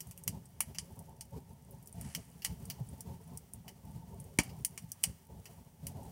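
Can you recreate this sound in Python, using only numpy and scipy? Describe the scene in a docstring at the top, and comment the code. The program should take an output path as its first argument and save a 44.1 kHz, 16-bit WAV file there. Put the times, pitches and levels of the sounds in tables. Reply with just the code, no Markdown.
"""Wood stove in a tent

A fire burns in a small metal stove, heard from beside the coffee pot on its top. Splitting logs snap,
charcoal ticks, and one big pop of bursting steam thumps the whole stove. Underneath, flames rumble and
burble in the firebox, and a pocket of gas lights with a soft whump. Moisture hisses gently out of the
wood, with one short jet of boiling sap."""
import sys
import numpy as np
from scipy import signal
from scipy.fft import rfft, irfft, next_fast_len
from scipy.io import wavfile
from scipy.ndimage import uniform_filter1d, map_coordinates

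SR = 44100
rng = np.random.default_rng(int(sys.argv[2]) if len(sys.argv) > 2 else 0)


def persist_wave(psi):
    """Save psi, clipped to +-1, as 16-bit WAV."""
    counts = np.round(np.clip(psi, -1, 1) * 32767).astype(np.int16)
    wavfile.write(sys.argv[1], SR, np.atleast_2d(counts).T)


N = 269451

# The logs splitting. Each row: start in seconds, drive of the bright band in dB, then body, edge and
# sizzle in dB against that band, splinter pitch in Hz.
LOG_SNAPS = [(0.0054, -42.5, -14, 0.5, -1, 11900), (0.071, -55.5, -26, -11, -2, 9840),
             (0.1112, -47.5, -11, -5, -2, 2570), (0.1769, -46.5, -14, -15.5, -4, 2250),
             (0.2374, -46, -37, -13, -4, 8500), (0.2779, -29, -10, -2.5, -5.5, 11600),
             (0.456, -56.5, -30, -6, -7, 8350), (0.6055, -24.5, -7.5, -10, -5, 10800),
             (0.7475, -54, 4.5, 6.5, 2, 2740), (0.7851, -34.5, -7.5, 1.5, -14, 9850),
             (0.9917, -52.5, -26, -10, 0, 9650), (1.2097, -45, -9.5, 1.5, -4, 9350),
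             (1.7094, -57.5, -20, -27, 3, 9900), (1.8268, -59, -20, -13, -1, 11220),
             (1.859, -56, -18, -18, -6, 7500), (1.8734, -51.5, -19, -8, 2, 9350),
             (1.927, -47, -28, -21, -15, 8700), (2.012, -44, -22, -13, -6, 9450),
             (2.1497, -34, -6, 0.5, -4, 3120), (2.4208, -56.5, 5, 10, 7, 2760),
             (2.4445, -50, -7, -8, 3, 9560), (2.448, -32, -1, 4, -1.5, 9330),
             (2.6543, -47.5, -25, -13, -6, 4750), (2.7003, -41.5, -1, 4, 3.5, 4340),
             (2.8884, -48, -34, -30, -24, 9500), (3.007, -44, -35, -3.5, -1, 9650),
             (3.374, -43.5, -29, -6, -2, 8400), (3.5357, -44, -33, -16.5, -2, 9100),
             (3.6804, -52, 4, 5, 2, 9400), (4.2002, -48, -20, -20, -8, 9800),
             (4.242, -55, -29, -15, -4, 8800), (4.435, -44.5, -12, -18, -4, 2520),
             (4.4932, -62.5, 6, 8, 4, 4910), (4.6486, -25.5, -17, -8, -4.5, 9600),
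             (4.777, -39, -5.5, -7, -10, 5740), (4.9183, -36.5, -34, -6.5, -5, 5900),
             (5.0335, -37, -19, -20, -1, 8790), (5.038, -21.5, -8.5, -5, -9.5, 8600),
             (5.456, -52.5, 1, 4.5, 0, 2680), (5.8685, -40.5, -9, -3, 1, 9200),
             (6.031, -56, -13, -15, -10, 8400)]
# A snap's five tone bands. Centres in Hz of knock, body, edge, bright and sizzle.
SNAP_BANDS_HZ = (750, 2300, 5200, 9200, 13500)
# The big pop's crack. Drive in dB of the same five bands.
POP_TONE_DB = [-20, -25, -24, -23.5, -34]
# The metal shell's resonances and hollows. Each row: centre in Hz, width in Hz, lift in dB.
STOVE_SHELL = [(450, 160, -9), (780, 110, 4), (1480, 350, -6), (1900, 220, 4), (2220, 260, 5),
               (2950, 330, 9), (3750, 700, -12), (4750, 300, 4), (5770, 250, 6), (8900, 500, 3),
               (10080, 350, 2)]
# The stove's modes under a heavy blow. Each row: pitch in Hz, relative level in dB, T60 in seconds.
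THUMP_MODES = [(75, -16, .09), (125, -9, .06), (170, -6, .09), (226, -2, .055), (282, -5, .075),
               (325, -16, .06), (600, -12, .05), (775, -9, .06), (895, -14, .05), (1830, -13, .05),
               (1980, -14, .045), (2190, -12, .045), (2290, -13, .045), (2450, -15, .045), (5760, -15, .05)]
# Short swells of low rumble and burble, some just after a snap. Each row: start in seconds, length in
# seconds, rumble and burble in dB before trim.
LOW_SWELLS = [(0.064, 0.055, -52, -67.5), (0.265, .11, -43.5, -59), (0.66, 0.046, -47, -60),
              (0.782, 0.036, -49.5, -81), (0.885, 0.028, -54, -61), (0.961, .06, -49, -58.5),
              (1.074, 0.058, -56.5, -59.5), (1.327, 0.057, -45.5, -56.5), (1.497, 0.036, -48, -62),
              (1.682, 0.078, -52, -62.5), (1.834, 0.071, -58, -65), (1.944, .13, -44.5, -58),
              (2.156, 0.047, -48, -61.5), (2.475, 0.06, -45.5, -60.5), (2.589, 0.11, -47.5, -64),
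              (2.783, 0.023, -52, -57), (2.872, 0.072, -50, -68), (3.06, 0.082, -43, -56),
              (3.274, 0.082, -50, -59), (3.532, 0.074, -51, -80), (3.648, 0.057, -54, -60),
              (3.831, 0.075, -48.5, -62), (3.94, 0.059, -47, -67), (4.072, .14, -50.5, -61.5),
              (4.251, 0.038, -48, -60), (4.457, 0.15, -47.5, -61), (4.696, 0.057, -56, -66.5),
              (4.81, 0.036, -48.5, -74), (5.055, 0.052, -47, -65), (5.286, .11, -49.5, -61),
              (5.465, 0.064, -64, -62.5), (5.571, 0.044, -52, -63.5), (5.824, 0.11, -45, -59),
              (5.947, .12, -44, -54.5)]
# The steady burn under the swells. Each row: time in seconds, level in dB before trim.
STEADY_BURN = [(0.0, -57.5), (2.35, -56.5), (3.08, -52.5), (3.59, -59.5), (4.12, -53), (4.61, -58),
               (4.92, -61.5), (5.62, -59), (6.11, -48)]
# The flames' low and hollow voices. Each row: frequency in Hz, relative level in dB.
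RUMBLE_EQ = [(20, -20), (37, -4.5), (50, -11.5), (65, 0), (110, -2), (172, 1), (190, -4.5), (260, -11),
             (330, -27.5), (600, -43.5)]
BURBLE_EQ = [(200, -25), (340, -5), (480, -4), (700, -3), (950, -3), (1080, -13), (1350, -26), (3000, -50)]
# Air resonating in the firebox. Each row: centre in Hz, width in Hz, lift in dB.
FIREBOX_AIR = [(382.4, 29, 13), (441.7, 35, 10.5), (553.2, 13, 12.5), (684, 28, 7), (780, 50, 0),
               (891.4, 81, 8.5)]
# The rise and fall of the steam. Each row: time in seconds, level in dB before trim.
HISS_FADER = [(0.0, -64.5), (0.32, -69), (0.57, -69), (0.83, -65), (1.17, -71.5), (2.37, -67.5),
              (2.46, -64), (3.5, -68), (4.1, -69.5), (4.19, -67.5), (4.91, -66), (5.08, -62.5),
              (5.29, -70.5), (5.52, -64), (5.7, -71), (6.1, -65.5)]
# The tone of the steam and of the sap jet. Each row: frequency in Hz, relative level in dB.
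HISS_EQ = [(500, 5), (1500, 1), (2400, -4), (2900, -3.5), (3500, 0), (4600, -4), (6000, -2), (7000, -3),
           (9300, 0), (11000, -3.5), (15500, 0)]
JET_EQ = [(800, -9), (1800, -6), (3800, -11), (7000, -9), (8600, -5.5), (9500, -6), (10400, -7),
          (15500, -28)]

TOP_HZ = 15800


def log_snaps(middling_db=-42.5):
    """Logs split: deep cracks have body, knock and ring on, surface splinters are thin and dry."""
    track = np.zeros(N)
    for start_s, drive_db, body_db, edge_db, sizzle_db, pitch_hz in LOG_SNAPS:
        knock_db = body_db - 5.5
        # the harder the snap, the more its attack stands out of the ring
        ring_db = 5 + .33 * body_db - .24 * (drive_db - middling_db)
        bands_db = drive_db + np.array([knock_db, body_db, edge_db, 0, sizzle_db])
        add(track, start_s, fracture(bands_db, ring_db, pitch_hz))
    return track


def fracture(bands_db, ring_db, pitch_hz, attack_t60=.027, ring_t60=.062, tent_t60=.3, trim_db=-2):
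    """One break in the wood: a spike, a rattle of reflections, the firebox's ring, a faint tent tail."""
    t = np.arange(SR // 4) / SR
    spike = 1 + np.exp(-t / .0008)
    attack = spike * amp(-60 * t / attack_t60)
    ring = amp(ring_db - 60 * t / ring_t60) * (1 - np.exp(-t / .0078))
    near, far = rng.standard_normal((2, len(t)))
    # canvas soaks up treble, so the tent's answer is duller
    tent = signal.lfilter([.5], [1, -.5], far) * amp(ring_db - 22 - 60 * t / tent_t60)
    burst = near * np.hypot(attack, ring) + tent
    burst /= np.sqrt(np.mean(burst[t < .021] ** 2))  # levelled on its first 21 ms
    knock, _, _, bright, sizzle = bands_db
    top_db = sizzle + .4 * (sizzle - bright)  # a dull snap keeps falling through the top treble
    tone = [(100, knock - 12), *zip(SNAP_BANDS_HZ, bands_db), (TOP_HZ, top_db)]
    # the splinter that breaks off rings at its own pitch, inside the stove's resonances
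    resonances = [*STOVE_SHELL, (pitch_hz, .08 * pitch_hz, 6.5)]
    return struck(burst, lambda hz: eq_db(tone, hz) + resonance_db(resonances, hz) + trim_db)


def big_pop(start_s=4.3885, thump_db=-21, attack_s=.00036, lag_s=.0008):
    """A pocket of steam bursts: the log cracks, and just after it the stove's air and walls thump."""
    t, track = np.arange(SR // 2) / SR, np.zeros(N)
    ring = sum(amp(db - 60 * t / t60) * np.sin(2 * np.pi * hz * t) for hz, db, t60 in THUMP_MODES)
    add(track, start_s - lag_s, fracture(POP_TONE_DB, ring_db=.5, pitch_hz=2300))
    add(track, start_s, amp(thump_db) * ring * (1 - np.exp(-t / attack_s)))
    return track


def flames(rumble_trim_db=-1, burble_trim_db=-.9):
    """Flames burn in the draught: a low rumble and a hollow firebox burble, both with short swells."""
    burn = amp(fader(STEADY_BURN))
    rumble_power = (burn * amp(-.5)) ** 2
    burble_power = (burn * amp(-12.5)) ** 2
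    for start_s, length_s, rumble_db, burble_db in LOW_SWELLS:
        swell = surge(start_s, length_s, attack_s=.018, release_s=.024)
        rumble_power += (swell * amp(rumble_db + rumble_trim_db)) ** 2
        burble_power += (swell * amp(burble_db + burble_trim_db)) ** 2
    flicker = wobble(45)  # shared, so both voices flutter together
    rumble = noise(lambda hz: eq_db(RUMBLE_EQ, hz)) * amp(2.17 * flicker)
    hollow = noise(lambda hz: eq_db(BURBLE_EQ, hz) + resonance_db(FIREBOX_AIR, hz))
    burble = patchy(hollow, depth_db=4) * amp(1.17 * flicker + .98 * wobble(22))
    return np.sqrt(rumble_power) * unit_rms(rumble) + np.sqrt(burble_power) * unit_rms(burble)


def gas_puff(start_s=2.8, peak_db=-31, start_hz=160, end_hz=85, swell_s=.013):
    """A pocket of gas catches light: a soft whump that falls in pitch."""
    t, track = np.arange(SR // 8) / SR, np.zeros(N)
    hz = end_hz + (start_hz - end_hz) * np.exp(-t / .036)
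    swell = (t / swell_s * np.exp(1 - t / swell_s)) ** 2
    add(track, start_s, amp(peak_db) * swell * np.sin(2 * np.pi * np.cumsum(hz) / SR))
    return track


def embers(count=120, softest_db=-68):
    """Charcoal gives tiny, bright, dry ticks at random moments."""
    track = np.zeros(N)
    for when, size, depth, pitch in rng.random((count, 4)):
        drive_db = softest_db + 2 * min(-np.log(1 - size), 3)  # mostly faint, a few up to 6 dB louder
        bands_db = drive_db + np.array([-25, -22 + 10 * depth, -16 + 9 * depth, 0, -4])
        add(track, when * N / SR, fracture(bands_db, ring_db=-20, pitch_hz=7000 + 6000 * pitch))
    return track


def steam(hiss_trim_db=.85, jet_db=-59.5):
    """Moisture hisses out of the logs; for a moment boiling sap sputters out in a jet."""
    hiss = noise(lambda hz: eq_db(HISS_EQ, hz) + .5 * resonance_db(STOVE_SHELL, hz))
    jet = noise(lambda hz: eq_db(JET_EQ, hz) + .5 * resonance_db(STOVE_SHELL, hz))
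    waver_db, sputter_db = .9 * wobble(35), 1.8 * wobble(200)
    hiss *= amp(fader(HISS_FADER) + hiss_trim_db + waver_db)
    spurt = surge(start_s=1.985, length_s=.12, attack_s=.094, release_s=.14)
    return hiss + spurt * amp(jet_db + sputter_db) * jet


def surge(start_s, length_s, attack_s, release_s):
    """Envelope of a short swell: it rises around its start, holds, then dies away."""
    t = np.arange(N) / SR - start_s
    return np.clip(.5 + t / attack_s, 0, 1) * np.exp(-np.maximum(t - length_s, 0) / release_s)


def patchy(x, depth_db, size=1024):
    """Give noise short blotches of random gain, each about 100 Hz wide and 30 ms long."""
    frames = dict(nperseg=size, noverlap=size * 3 // 4)
    spectra = signal.stft(x, **frames)[2]
    blotches = uniform_filter1d(rng.standard_normal(spectra.shape), size=3, axis=0)
    blotches = uniform_filter1d(blotches, size=5, axis=1)
    return signal.istft(spectra * amp(depth_db * unit_rms(blotches)), **frames)[1][:N]


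def amp(db):
    """Decibels to gain."""
    return 10 ** (np.asarray(db) / 20)


def unit_rms(x):
    """x levelled to rms 1."""
    return x / np.sqrt(np.mean(x ** 2) + 1e-20)


def eq_db(points, hz):
    """An EQ curve through (Hz, dB) points on a log frequency axis."""
    points_hz, points_db = np.transpose(points)
    return np.interp(np.log(hz + 1), np.log(points_hz + 1), points_db)


def resonance_db(modes, hz):
    """The lift in dB that a set of resonances gives each frequency."""
    return sum(db / (1 + (2 * (hz - centre) / width) ** 2) for centre, width, db in modes)


def fader(rows):
    """A fader ride through (seconds, dB) points, one value per sample."""
    return np.interp(np.arange(N) / SR, *np.transpose(rows))


def wobble(rate):
    """A smooth random curve, rate knots a second."""
    return map_coordinates(rng.standard_normal(int(N * rate / SR) + 4), [np.arange(N) * rate / SR])


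def filtered(x, response):
    """x shaped by a gain for each frequency."""
    size = next_fast_len(N + 8192)
    return irfft(rfft(x, size) * response(np.fft.rfftfreq(size, 1 / SR)), size)[:N]


def noise(colour_db):
    """Noise of rms 1 with the given colour."""
    return unit_rms(filtered(rng.standard_normal(N), lambda hz: amp(colour_db(hz))))


def struck(x, colour_db, size=16384):
    """x through a minimum-phase EQ, so that nothing sounds before the blow."""
    cepstrum = irfft(np.log(amp(colour_db(np.fft.rfftfreq(size, 1 / SR)))))
    cepstrum[1:size // 2] *= 2
    cepstrum[size // 2 + 1:] = 0
    return irfft(rfft(x, size) * np.exp(rfft(cepstrum)))


def add(track, start_s, sound):
    """Mix a sound into the track at its cue."""
    start = int(np.clip(round(start_s * SR), 0, N - 1))
    track[start:start + len(sound)] += sound[:N - start]


def scene():
    """The mono mix: crackle up front, over a bed of flames and steam."""
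    return (log_snaps() + embers() + big_pop() + gas_puff() + flames() + steam())[None]


def record(dry):
    """A 48 Hz low cut clears the deepest bass, and a steep high cut takes off the very top."""
    low_cut = signal.butter(N=4, Wn=48, btype="high", fs=SR, output="sos")
    thinned = signal.sosfilt(low_cut, dry[0])
    return filtered(thinned, lambda hz: 1 / np.sqrt(1 + (hz / TOP_HZ) ** 200))[None]


dry = scene()
out = record(dry)
persist_wave(out)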